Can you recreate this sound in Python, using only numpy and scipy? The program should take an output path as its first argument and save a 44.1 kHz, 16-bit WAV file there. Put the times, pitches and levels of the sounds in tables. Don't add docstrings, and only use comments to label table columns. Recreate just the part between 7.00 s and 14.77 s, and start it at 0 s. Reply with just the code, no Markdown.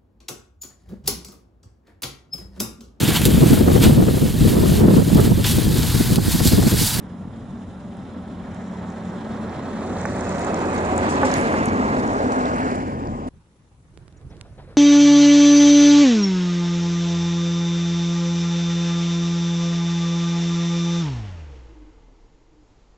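import sys
import numpy as np
from scipy import signal
from scipy.fft import rfft, irfft, next_fast_len
from scipy.io import wavfile
from scipy.ndimage import uniform_filter1d

SR = 44100
rng = np.random.default_rng(int(sys.argv[2]) if len(sys.argv) > 2 else 0)


def transcribe(u):
    v = np.clip(np.atleast_2d(u).T, -1, 1)
    q = np.round(v * 32767).astype(np.int16)
    wavfile.write(sys.argv[1], SR, q)


N = 342657
SIZE, HOP = 1024, 256
HZ = np.fft.rfftfreq(SIZE, 1 / SR)[:, None]
FRAMES = np.arange(N // HOP + 5) * HOP / SR
TIME = np.arange(N) / SR
PASS_END_S, MIC_SPACING_S = 6.29, .162 / 343
GRITTY_S, GRITTY_FADE_S = 2.93, .2
TAIL_S, TAIL_FADE_S = 5.83, 0.11

# frequency in Hz, relative power density in dB.
WASH_SPECTRUM = [(12, -34), (20, -5), (22, -7), (48, 0.5), (108, 0.5), (685, -22), (969, -19.5),
                 (1570, -26), (5100, -35.5), (5520, -33.5), (8700, -36), (10200, -41), (12000, -65),
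                 (15600, -88), (22000, -120)]
GUST_SPECTRUM = [(20, -13), (50, 1.5), (130, 0.5), (220, -13), (400, -16.5), (800, -46)]
SOLE_SPECTRUM = [(120, -53), (200, -25), (303, 0), (619, -1.5), (1060, -11), (1650, -12), (2780, -24),
                 (3980, -22), (7000, -41), (9100, -73), (15400, -120)]
RUMBLE_SPECTRUM = [(20, -25.5), (40, -10), (60, -8), (85, 16), (130, 18.5), (165, 17.5), (250, -54.5)]
BOOM_SPECTRUM = [(120, -9.5), (165, -5), (195, 7), (225, 10.5), (255, 6), (290, 5), (400, -71.5)]
ROAR_SPECTRUM = [(240, -17.5), (330, -1), (420, -3.5), (600, -3), (800, -5), (1000, -6), (1120, -6.5),
                 (1250, -10.5), (1400, -14), (1900, -60.5)]
RASP_SPECTRUM = [(1050, -26.5), (1450, 5.5), (1900, 3), (2500, -5), (2950, -16.5), (3800, -30.5)]
CLATTER_SPECTRUM = [(2400, 1), (3000, 0), (3600, -1), (4200, -3.5), (5000, -7.5), (6400, -25)]
HISS_SPECTRUM = [(4600, -4), (5600, 1), (6300, -2.5), (7000, 3), (8200, -6), (9300, -11.5), (10400, -30),
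                 (11200, -32.5), (12200, -46)]

# time in seconds, frequency in Hz, level in dB.
THIN_TONE = [(0, 9630, -75), (1.1, 9630, -75), (1.4, 9700, -78), (2.8, 9720, -74.5), (6.28, 9796, -88.5),
             (6.3, 10030, -79.5), (7.77, 10030, -77.5)]
# time in seconds, level in dB.
GUST_LEVELS = [(6.3, -63), (6.37, -46), (6.45, -69), (6.85, -54), (6.98, -45), (7.15, -51), (7.24, -43.5),
               (7.77, -46.5)]
# time in seconds, left over right in dB.
GUST_BALANCE = [(6.3, 1), (6.85, 1), (7.05, -7), (7.77, -2)]
# start and length in seconds, first and last pitch in Hz, level in dB.
BIRD_NOTES = [(7.16, .03, 7250, 6600, -64), (7.164, .024, 6250, 5600, -62), (7.294, .03, 6400, 5600, -65),
              (7.288, .034, 5500, 4950, -66)]
# start in seconds, time before the decay in seconds, level in dB.
SOLE_SCUFFS = [(7.302, 0.02, -49), (7.444, 0.023, -63), (7.575, 0.032, -51), (7.674, 0.07, -57.5)]
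# start in seconds, peak in dB, centre and half width in Hz, T60 in seconds.
FOOT_THUDS = [(7.671, -43, 460, 110, .1), (7.7, -43, 500, 100, .14)]
# start in seconds, peak and pan in dB, low edge in Hz, low knock in dB.
DRY_CLICKS = [(6.9751, -38, -9, 1500, -35), (7.0808, -40, -8, 1000, -40), (7.126, -46, -8, 2500, -60),
              (7.2138, -48, -14, 1200, -60), (7.3686, -41, -10, 2800, -60), (7.4122, -21, -5, 2600, -45)]

# start in seconds, peak in dB, centre and half width in Hz, pan in dB.
GRIT_TICKS = [(1.9025, -41, 6840, 950, -3), (2.4952, -41, 4190, 950, 1.5), (2.9702, -35, 3740, 700, -.5),
              (2.9857, -33, 6700, 950, 1), (3.0145, -32.5, 7100, 950, -10), (3.054, -30.5, 8400, 950, -10),
              (3.058, -30, 6510, 950, -2), (3.209, -26, 6850, 950, -8), (3.2927, -27, 7200, 950, -3),
              (3.322, -37, 5000, 950, -1), (3.3837, -34, 4010, 951, -1.0), (3.4468, -26, 7300, 960, -3),
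              (3.468, -32, 6900, 950, -0.5), (3.544, -25, 6660, 950, -6), (3.7429, -33, 8308, 950, -7),
              (3.7638, -31, 5500, 2300, -4), (3.7788, -32, 6540, 950, -1.5), (3.8511, -33, 7070, 950, -4),
              (3.9792, -19, 7300, 950, 2.5), (4.1565, -30, 6860, 950, 6), (4.3153, -22, 6200, 2400, 2),
              (4.5261, -36, 6800, 950, 2), (4.584, -35, 5590, 940, 4), (4.6577, -24.5, 7240, 950.4, -0.5),
              (4.6853, -28, 5070, 950, -4), (4.8858, -36, 4260, 950, 3), (4.9671, -33, 4090, 950, 4),
              (4.998, -35, 4290, 950, 1), (5.077, -35, 7010, 950, 5), (5.456, -30, 4290, 950, 6),
              (6.0721, -40, 5500, 945, -0.5)]
STONE_CRACKS = [(.9695, -47, 9000, 3000, -5), (1.5463, -39, 6500, 4000, -9),
                (3.9782, -30, 10100, 1800, -18), (3.394, -31, 8800, 2300, -4), (4.303, -30, 7000, 3500, -8),
                (4.3403, -13, 6400, 3900, -8.5), (4.412, -27, 7400, 1600, 0),
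                (4.657, -24, 10360, 1800, -14), (4.775, -38, 8500, 2500, -4), (5.321, -25, 5800, 3500, 4.5),
                (5.565, -38, 9500, 1500, -7.5), (5.59, -40, 9500, 1200, -4), (5.756, -31, 5900, 3500, -9)]
# start in seconds, peak in dB, centre in Hz, pan in dB, half width in Hz,
# T60 in seconds.
HISS_PUFFS = [(4.09, -32, 6897, 13, 2010, 0.17), (4.248, -29, 6340, 12, 2500, 0.12),
              (4.36, -34.5, 9450, -14, 2000, 0.27), (6.269, -44, 6000, -12, 5010, 0.31)]
# start in seconds, peak and pan in dB, tilt in dB per octave,
# factor on the ring time, sine of the bearing.
BUMPS = [(3.053, -10, -6, 11, .55, .1), (3.347, -21, -3, .5, 1, .38), (4.2316, -1, -2, 2, 1.3, .26),
         (4.303, -11, -3, 7, .4, .25), (4.54, -9, -2, 3.5, 1, .2), (5.203, -10, .1, 1.5, .4, .8)]
# frequency in Hz, relative level in dB, T60 in seconds.
BODY_MODES = [(262, -3, .2), (530, -1, .1), (845, -1, .08), (1130, -7, .05), (1490, -8, .04),
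              (1760, -11, .035), (2250, -19, .02)]
# time in seconds, firing rate in Hz, levels of harmonics 5 and 6 in dB.
ENGINE_RUN = [(0, 46, -51, -67), (.5, 46, -44.5, -78), (1, 44.9, -52, -51), (1.5, 43.96, -41.5, -75),
              (2.4, 43.95, -37, -50), (3, 43.63, -41, -49), (4, 42.93, -40, -39.5), (4.6, 42.7, -40, -33.5),
              (4.72, 42.55, -30.5, -34), (4.85, 42.52, -30, -31), (4.96, 42.58, -34, -24.5),
              (5.08, 42.55, -48, -33), (5.3, 42.6, -50, -27.5), (5.4, 42.6, -53, -28.5),
              (5.8, 42.24, -58, -32.5), (6.3, 41.8, -58, -40.5)]
# harmonic number, level in dB and time in seconds when nearest,
# seconds to cover the nearest distance, exponent of the distance law.
FIRING_HARMONICS = [(1, -44.5, 5.8, 0.79, 1.7), (2, -36.5, 3.86, 0.41, 0.65)]
GEAR_HARMONICS = [(1, -53, 3.3, 1.24, 1.7), (2, -54, 3.57, 0.35, 1.7)]
# time in seconds, levels of the low and the high hum in dB.
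HUM_LEVELS = [(0, -42, -77), (.9, -46, -55.5), (1.3, -43.5, -57), (1.7, -37.5, -58), (2.1, -37, -50.5),
              (2.4, -54, -51), (3, -35.5, -41), (3.5, -32.5, -43.5), (4, -52, -33.5), (4.8, -48.5, -42),
              (6.3, -67, -74)]
# time when nearest in seconds,
# seconds to cover the nearest distance.
LORRY_PARTS = [(3.52, 0.83), (4.36, 0.33), (4.92, 1.39), (5.62, 0.2)]
# level of each of the four parts in dB,
# exponent of the distance law, dB lost before the gritty stretch, dB lost behind the tail.
NOISE_LAYERS = [(-35, -37.5, -36, -46.5, 0.36, 5, 0.077), (-35.5, -26, -26, -50.5, 1.105, .1, 1.9),
                (-25.5, -23.5, -21, -29.5, 1.75, 2.15, 4.3), (-35.5, -26, -38, -36.5, 1.77, 0.46, 6.8),
                (-41, -37, -42.5, -40, 1.33, 0.39, 4.8), (-44.5, -43.5, -48.5, -50, 1.39, 6.4, 7)]
PITCH_FACTORS = [(0.98, 1.1346, 1.095), (0.98, 1.254, 0.93), (0.98, 1.15, 0.99), (1.0, 1.06, 1.15)]
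# time in seconds, gain of boom, roar, rasp and hiss in dB.
ROAD_SWELLS = [(0, 0, -1.5, -0.5, 0.61), (.7, 1, -3, -3.5, 0.23), (1.35, -1, -2, -2.5, -1.8),
               (1.55, -1, -1.5, 1.5, 2.43), (2.1, -1.2, -1, -0.5, 1), (2.5, -0.37, -.5, -0.5, -0.32),
               (2.9, 0, -1, -3, -0.021), (3.1, -0.38, -3.5, -2, 0.7), (3.5, 0.099, .5, -1.5, -1),
               (3.8, 0, 0, 0.5, -1), (4.05, -1, 0.5, -2, -0.98), (4.2, 0, 0.5, -5, -0.18),
               (4.36, -1, -1.5, -2.5, 2.01), (4.5, -0.33, -1.5, -2, -1), (4.9, 1, 0, 1, -1.4),
               (5.1, 0.21, 0, 2.5, 0.76), (5.35, 0, .5, 1, 2), (5.55, -0.62, -1, -0.5, -0.64),
               (5.76, -0.25, -2, 2, 1), (5.9, 0, -2, 2.5, -1), (6.03, 0, -2, 0.5, -2),
               (6.1, 0.082, -1.5, 0, 2), (6.25, -0.47, -3, -2, -2)]
UNEVENNESS_DB = [3, 1.5, 1.5]
# time and
# fade in seconds, rise in the sine of the bearing.
BEARING_SWINGS = [(3.38, .72, .64), (5.3, .3, .16), (5.72, .04, .06)]
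FLANK_PASSAGE = [(3.1, 0.35), (4.5, 0.13)]

# time in seconds, centre in Hz, depth (capped at 0.8 in use).
LEFT_NOTCHES = [
    [(0, 1020, 0.67), (2.9, 1100, 0.73), (3.4, 1320, 0.83), (3.75, 1500, .8), (4.1, 1700, 0.6),
     (4.6, 1810, 0.32), (5.15, 2180, 0.67), (5.5, 2400, 0.52), (6.3, 2700, 0)],
    [(0, 2740, 0.45), (2, 2810, 0.57), (3.3, 3381, 0.67), (3.7, 3720, 0.2), (4.3, 3800, 0),
     (4.7, 3859, 0.57), (5.15, 3670, 0), (5.65, 3701, .55), (6, 4277, 0.75)],
    [(0, 4270, 0.85), (2.2, 4600, .6), (2.8, 5200, 0.45), (3.2, 5630, 0.3)],
]
RIGHT_NOTCHES = [
    [(0, 2320, 0.75), (2.5, 2300, 0.85), (3.4, 2630, 0.96), (3.9, 2940, 0.48), (4.3, 3200, 0.19),
     (5, 3080, 0.68), (5.6, 3530, 0.68), (6.3, 3860, 0.73)],
    [(0, 4670, 0.87), (2.7, 4660, 0.52), (3.2, 4900, 0.87), (3.9, 5100, 1), (4.3, 5370, 0.17)],
]
NOTCH_SHARPNESS = [
    [2.7, 6.5, 9.5],
    [4.1, 8],
]
# frequency in Hz, correlation.
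COHERENCE_DIFFUSE = [(60, 0.9), (170, 0.93), (500, 0.78), (1450, 0.096), (4190, 0.13), (12100, -0.24)]
COHERENCE_AHEAD = [(25, .88), (80, .96), (270, .97), (950, .93), (1200, .8), (1500, .93), (1900, .92),
                   (2300, .68), (4500, .75), (7000, .3), (12000, .18)]
COHERENCE_ASIDE = [(25, .86), (80, .95), (270, .99), (580, .98), (1250, .97), (1700, .9), (2400, .76),
                   (4000, .38), (7000, .25), (12000, .3)]
# frequency in Hz, left over right in dB.
BALANCE_AHEAD = [(60, 0.5), (200, 3), (400, -2.5), (800, -1), (1600, -1), (3000, 0.5), (6700, 0),
                 (8800, -1.5), (12000, -4.5)]
BALANCE_ASIDE = [(60, 0), (110, 1), (200, 0.5), (350, 1.5), (630, 1), (1140, 3.5), (2060, -4), (3720, -1),
                 (6710, 3.5), (8800, -6.5), (12100, -7)]
# frequency in Hz, gain in dB.
MIC_RESPONSE = [(15, -31), (30, -4.5), (42, 0.5), (10300, 0.5), (11000, -6), (11700, -17.5), (12600, -32)]


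def gain_of(db):
    return 10 ** (np.asarray(db) / 20)


def unit_rms(x):
    return x / np.sqrt(np.mean(x ** 2) + 1e-20)


def at_hz(points, hz):
    f, value = np.transpose(points)
    return np.interp(np.log(hz + 1), np.log(f + 1), value)


def curves(rows, t):
    times, *columns = np.transpose(rows)
    return [np.interp(t, times, column) for column in columns]


def step(t, s, fade):
    return .5 + .5 * np.tanh((t - s) / fade)


def wander(count, frames):
    noise = rng.standard_normal((count, len(FRAMES)))
    smooth = uniform_filter1d(uniform_filter1d(noise, frames), frames)
    return [np.tanh(unit_rms(row)) for row in smooth]


def power(spectrum, level_db, hz=HZ):
    density = gain_of(2 * at_hz(spectrum, hz))
    return density / density.sum(0) * gain_of(2 * level_db)


def noise_pair(bins, coherence, balance_db, lag=0, patchy_db=1.5, flicker_db=1.2, response=1):
    re, im, own_re, own_im, chance = rng.standard_normal((len(FRAMES), len(HZ), 5)).T
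    flicker = unit_rms(uniform_filter1d(uniform_filter1d(chance, 2, 1), 150, 0))
    patches = unit_rms(uniform_filter1d(uniform_filter1d(chance[::-1], 10, 0), 10, 1))
    left = re + 1j * im
    right = coherence * left + np.sqrt(1 - coherence ** 2) * (own_re + 1j * own_im)
    steer = gain_of(balance_db / 2) * np.exp(-1j * np.pi * HZ * lag)
    spectra = np.array([left * steer, right / steer]) * response * np.sqrt(bins)
    spectra *= gain_of(patchy_db * patches + flicker_db * flicker)
    return signal.istft(spectra, nperseg=SIZE, noverlap=SIZE - HOP)[1][:, :N]


def tone(hz, db, waver_db, frames, wobble=0.0035):
    waver, drift = (np.interp(TIME, FRAMES, curve) for curve in wander(2, frames))
    phase = 2 * np.pi * np.cumsum(hz * (1 + wobble * drift)) / SR
    return np.sqrt(2) * gain_of(db + waver_db * waver) * np.sin(phase)


def band_pass(x, order, edges_hz):
    return signal.sosfilt(signal.butter(order, edges_hz, "band", fs=SR, output="sos"), x)


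def burst(db, hz, half_width, t60=0.0068, strike=0):
    t = np.arange(round(t60 * SR) + 200) / SR
    attack = 1 - np.exp(-t / (0.026 * t60))
    force = rng.standard_normal(len(t)) * gain_of(-60 * t / t60) * attack
    force[0] = strike
    ring = band_pass(force, 3, np.clip([hz - half_width, hz + half_width], 100, 15000))
    return gain_of(db) * ring / abs(ring).max()


def place(mix, s, sound, pan_db=0, lag=0):
    for channel, start, share in ((0, s + lag / 2, .5), (1, s - lag / 2, -.35)):
        part = mix[channel, round(start * SR):][:len(sound)]
        part += gain_of(share * pan_db) * sound[:len(part)]


def thin_tone():
    hz, db = curves(THIN_TONE, TIME)
    jitter_hz = 60 * unit_rms(uniform_filter1d(rng.standard_normal(N), 150))
    return tone(hz + jitter_hz, db, 2, 4, .001) * gain_of([[0], [-14]])


def wind():
    bins = power(WASH_SPECTRUM, level_db=-53) + power(GUST_SPECTRUM, curves(GUST_LEVELS, FRAMES)[0])
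    balance_db = curves(GUST_BALANCE, FRAMES)[0] / (1 + (HZ / 200) ** 2)
    return noise_pair(bins, at_hz(COHERENCE_DIFFUSE, HZ), balance_db)


def bird():
    out = np.zeros((2, N))
    for s, length, from_hz, to_hz, db in BIRD_NOTES:
        progress = np.linspace(0, 1, round(length * SR))
        hz = to_hz + (from_hz - to_hz) * (1 - progress) ** 1.4
        note = np.hanning(len(hz)) * np.sin(2 * np.pi * np.cumsum(hz) / SR)
        place(out, s, gain_of(db) * note, pan_db=1)
    return out


def feet(rise_s=.008, fall_db_per_s=204):
    friction = noise_pair(power(SOLE_SPECTRUM, 0 * FRAMES), coherence=.92, balance_db=1, lag=-.00009)
    strokes = gain_of(-59) * step(TIME, 7.02, 0.17)
    for s, length, db in SOLE_SCUFFS:
        attack = np.clip((TIME - s) / rise_s, 0, 1)
        strokes += attack * gain_of(db - fall_db_per_s * np.maximum(TIME - s - length, 0))
    out = friction * strokes
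    for s, db, hz, half_width, t60 in FOOT_THUDS:
        place(out, s, burst(db, hz, half_width, t60))
    return out


def clicks(snap_s=.0003, tail_s=.0006, knock_hz=288, knock_s=.002):
    out, t = np.zeros((2, N)), np.arange(600) / SR
    knock = np.cos(2 * np.pi * knock_hz * t) * np.exp(-t / knock_s)
    for s, db, pan_db, low_hz, knock_db in DRY_CLICKS:
        pulse = np.exp(-t / snap_s) + .25 * rng.standard_normal(len(t)) * np.exp(-t / tail_s)
        snap = band_pass(pulse, 1, [low_hz, 7500])
        click = gain_of(db) * snap / abs(snap).max() + gain_of(knock_db) * knock
        place(out, s, click, pan_db, lag=.00007)
    out[0] = band_pass(out[0], 2, [3500, 8000]) + gain_of(-6) * out[0]
    return out


def bearing(t):
    return np.minimum(0.014 + sum(rise * step(t, s, fade) for s, fade, rise in BEARING_SWINGS), 1)


def lag_at(t):
    return MIC_SPACING_S * bearing(t) * (t < PASS_END_S)


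def passing_db(t, db, nearest_s, cover_s, law):
    return db - 10 * law * np.log10(1 + ((t - nearest_s) / cover_s) ** 2)


def layer_db(t, layer):
    *parts_db, law, grit_db, tail_db = layer
    total = sum(gain_of(2 * passing_db(t, db, *part, law)) for db, part in zip(parts_db, LORRY_PARTS))
    clean_road = 1 - step(t, GRITTY_S, GRITTY_FADE_S)
    return 10 * np.log10(total) - grit_db * clean_road - tail_db * step(t, TAIL_S, TAIL_FADE_S)


def echo_notches():
    gains = np.ones((2, len(HZ), len(FRAMES)), complex)
    for channel, notches in enumerate((LEFT_NOTCHES, RIGHT_NOTCHES)):
        for rows, sharpness in zip(notches, NOTCH_SHARPNESS[channel]):
            hz, depth = curves(rows, FRAMES)
            gains[channel] *= 1 - np.clip(depth, 0, .8) / (1 + 1j * sharpness * (HZ / hz - 1))
    return gains


def grit(spray_count=380):
    out = np.zeros((2, N))
    for s, db, hz, half_width, pan_db in GRIT_TICKS + STONE_CRACKS:
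        lag = 0.54 * lag_at(s)
        place(out, s, burst(db, hz, half_width, strike=2.5), pan_db, lag)
    for s, db, hz, pan_db, half_width, t60 in HISS_PUFFS:
        place(out, s, burst(db, hz, half_width, t60), pan_db, lag_at(s))
    first_s = GRITTY_S - GRITTY_FADE_S
    for when, smallness, pitch, pan in rng.random((spray_count, 4)):
        s = first_s + when * (TAIL_S - first_s)
        db = layer_db(s, NOISE_LAYERS[-1]) + 1.5 - 2.2 * np.log(smallness + 0.025)
        hz = 6600 + 2300 * (2 * pitch - 1) ** 3
        place(out, s, burst(db, hz, half_width=1100), 14 * (pan - .5), lag_at(s))
    return out


def trailer_knocks(rise_s=.0014):
    out, t = np.zeros((2, N)), np.arange(5000) / SR
    for s, db, pan_db, tilt, ring, side in BUMPS:
        knock = np.zeros(len(t))
        for hz, mode_db, t60 in BODY_MODES:
            envelope = gain_of(mode_db + tilt * np.log2(hz / 700) - 60 * t / (ring * t60))
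            knock -= envelope * np.cos(2 * np.pi * hz * (t - rise_s))
        knock *= np.minimum(t / rise_s, 1) ** 2
        place(out, s, gain_of(db) * knock / abs(knock).max(), pan_db, side * MIC_SPACING_S)
    return out


def gear_whine(firing_hz):
    mesh_hz = 29.6 * firing_hz
    mesh_db, octave_db = (passing_db(TIME, *row[1:]) for row in GEAR_HARMONICS)
    whine = tone(mesh_hz, mesh_db, 5, 5, .012) + tone(2 * mesh_hz, octave_db, 6, 3, .014)
    return whine * gain_of([[2.5], [-4]])


def driveline_hum(firing_hz, low_hz=183):
    low_db, high_db = curves(HUM_LEVELS, TIME)
    high_hz = 8.67 * firing_hz
    hum = tone(low_hz, low_db, 5, 7, .025) + tone(high_hz, high_db, 4, 8)
    hum += tone(1.5 * high_hz, high_db - 1, 5, 6, .008)
    return hum + tone(2 * high_hz, high_db - 3, 6, 6, .015)


def engine():
    hz, fifth_db, sixth_db = curves(ENGINE_RUN, TIME)
    first_db, second_db = (passing_db(TIME, *row[1:]) for row in FIRING_HARMONICS)
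    second_db += 3.5 * step(TIME, TAIL_S, TAIL_FADE_S)
    drone = tone(hz, first_db, 5, 25) + tone(2 * hz, second_db, 4, 10, .012)
    drone += tone(5 * hz, fifth_db, 2, 10) + tone(6 * hz, sixth_db, 4, 4, .04)
    drone += driveline_hum(hz)
    lag = lag_at(TIME)
    pair = np.array([np.interp(TIME + shift, TIME, drone) for shift in (-lag / 2, lag / 2)])
    return pair + gear_whine(hz)


def rolling_power():
    rumble, boom, roar, rasp, clatter, hiss = (layer_db(FRAMES, row) for row in NOISE_LAYERS)
    lumps_db = [db * curve for db, curve in zip(UNEVENNESS_DB, wander(3, frames=10))]
    rumble, boom, hiss = np.add([rumble, boom, hiss], lumps_db)
    boom, roar, rasp, hiss = np.add([boom, roar, rasp, hiss], curves(ROAD_SWELLS, FRAMES))
    side = bearing(FRAMES)
    tail = step(FRAMES, 5.72, .03)
    bins = power(RUMBLE_SPECTRUM, rumble) + power(HISS_SPECTRUM, hiss)
    spectra = BOOM_SPECTRUM, ROAR_SPECTRUM, RASP_SPECTRUM, CLATTER_SPECTRUM
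    for spectrum, db, (ahead, aside, behind) in zip(spectra, (boom, roar, rasp, clatter), PITCH_FACTORS):
        factor = (1 - tail) * (ahead + side * (aside - ahead)) + tail * behind
        bins += power(spectrum, db, HZ / factor)
    return bins


def rolling_lorry(spread_hz=2400):
    side = bearing(FRAMES)
    balance_db = (1 - side) * at_hz(BALANCE_AHEAD, HZ) + side * at_hz(BALANCE_ASIDE, HZ)
    abeam = np.minimum(side / 0.51, 1)
    flank = step(FRAMES, *FLANK_PASSAGE[0]) * (1 - step(FRAMES, *FLANK_PASSAGE[1]))
    coherence = (1 - abeam) * at_hz(COHERENCE_AHEAD, HZ) + abeam * at_hz(COHERENCE_ASIDE, HZ)
    coherence *= np.exp(-(flank * HZ / spread_hz) ** 4)
    flicker_db = 3.2 * HZ / (HZ + 4000)
    return noise_pair(rolling_power(), coherence, balance_db, lag_at(FRAMES),
                      patchy_db=.6, flicker_db=flicker_db, response=echo_notches())


def scene():
    lorry = rolling_lorry() + engine() + trailer_knocks() + grit()
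    verge = wind() + feet()
    passing = np.clip((PASS_END_S - TIME) / 0.002, 0, 1)
    return passing * lorry + (1 - passing) * verge + clicks() + bird() + thin_tone()


def record(dry):
    size = next_fast_len(N + SR)
    response = gain_of(at_hz(MIC_RESPONSE, np.fft.rfftfreq(size, 1 / SR)))
    coloured = irfft(rfft(dry, size) * response, size)[:, :N]
    rounded = 1.5 * np.tanh(coloured / 1.5)
    low_pass = signal.firwin(511, 12700, window=("kaiser", 9), fs=SR)
    return signal.oaconvolve(rounded, low_pass[None], "same")


dry = scene()
out = record(dry)
transcribe(out)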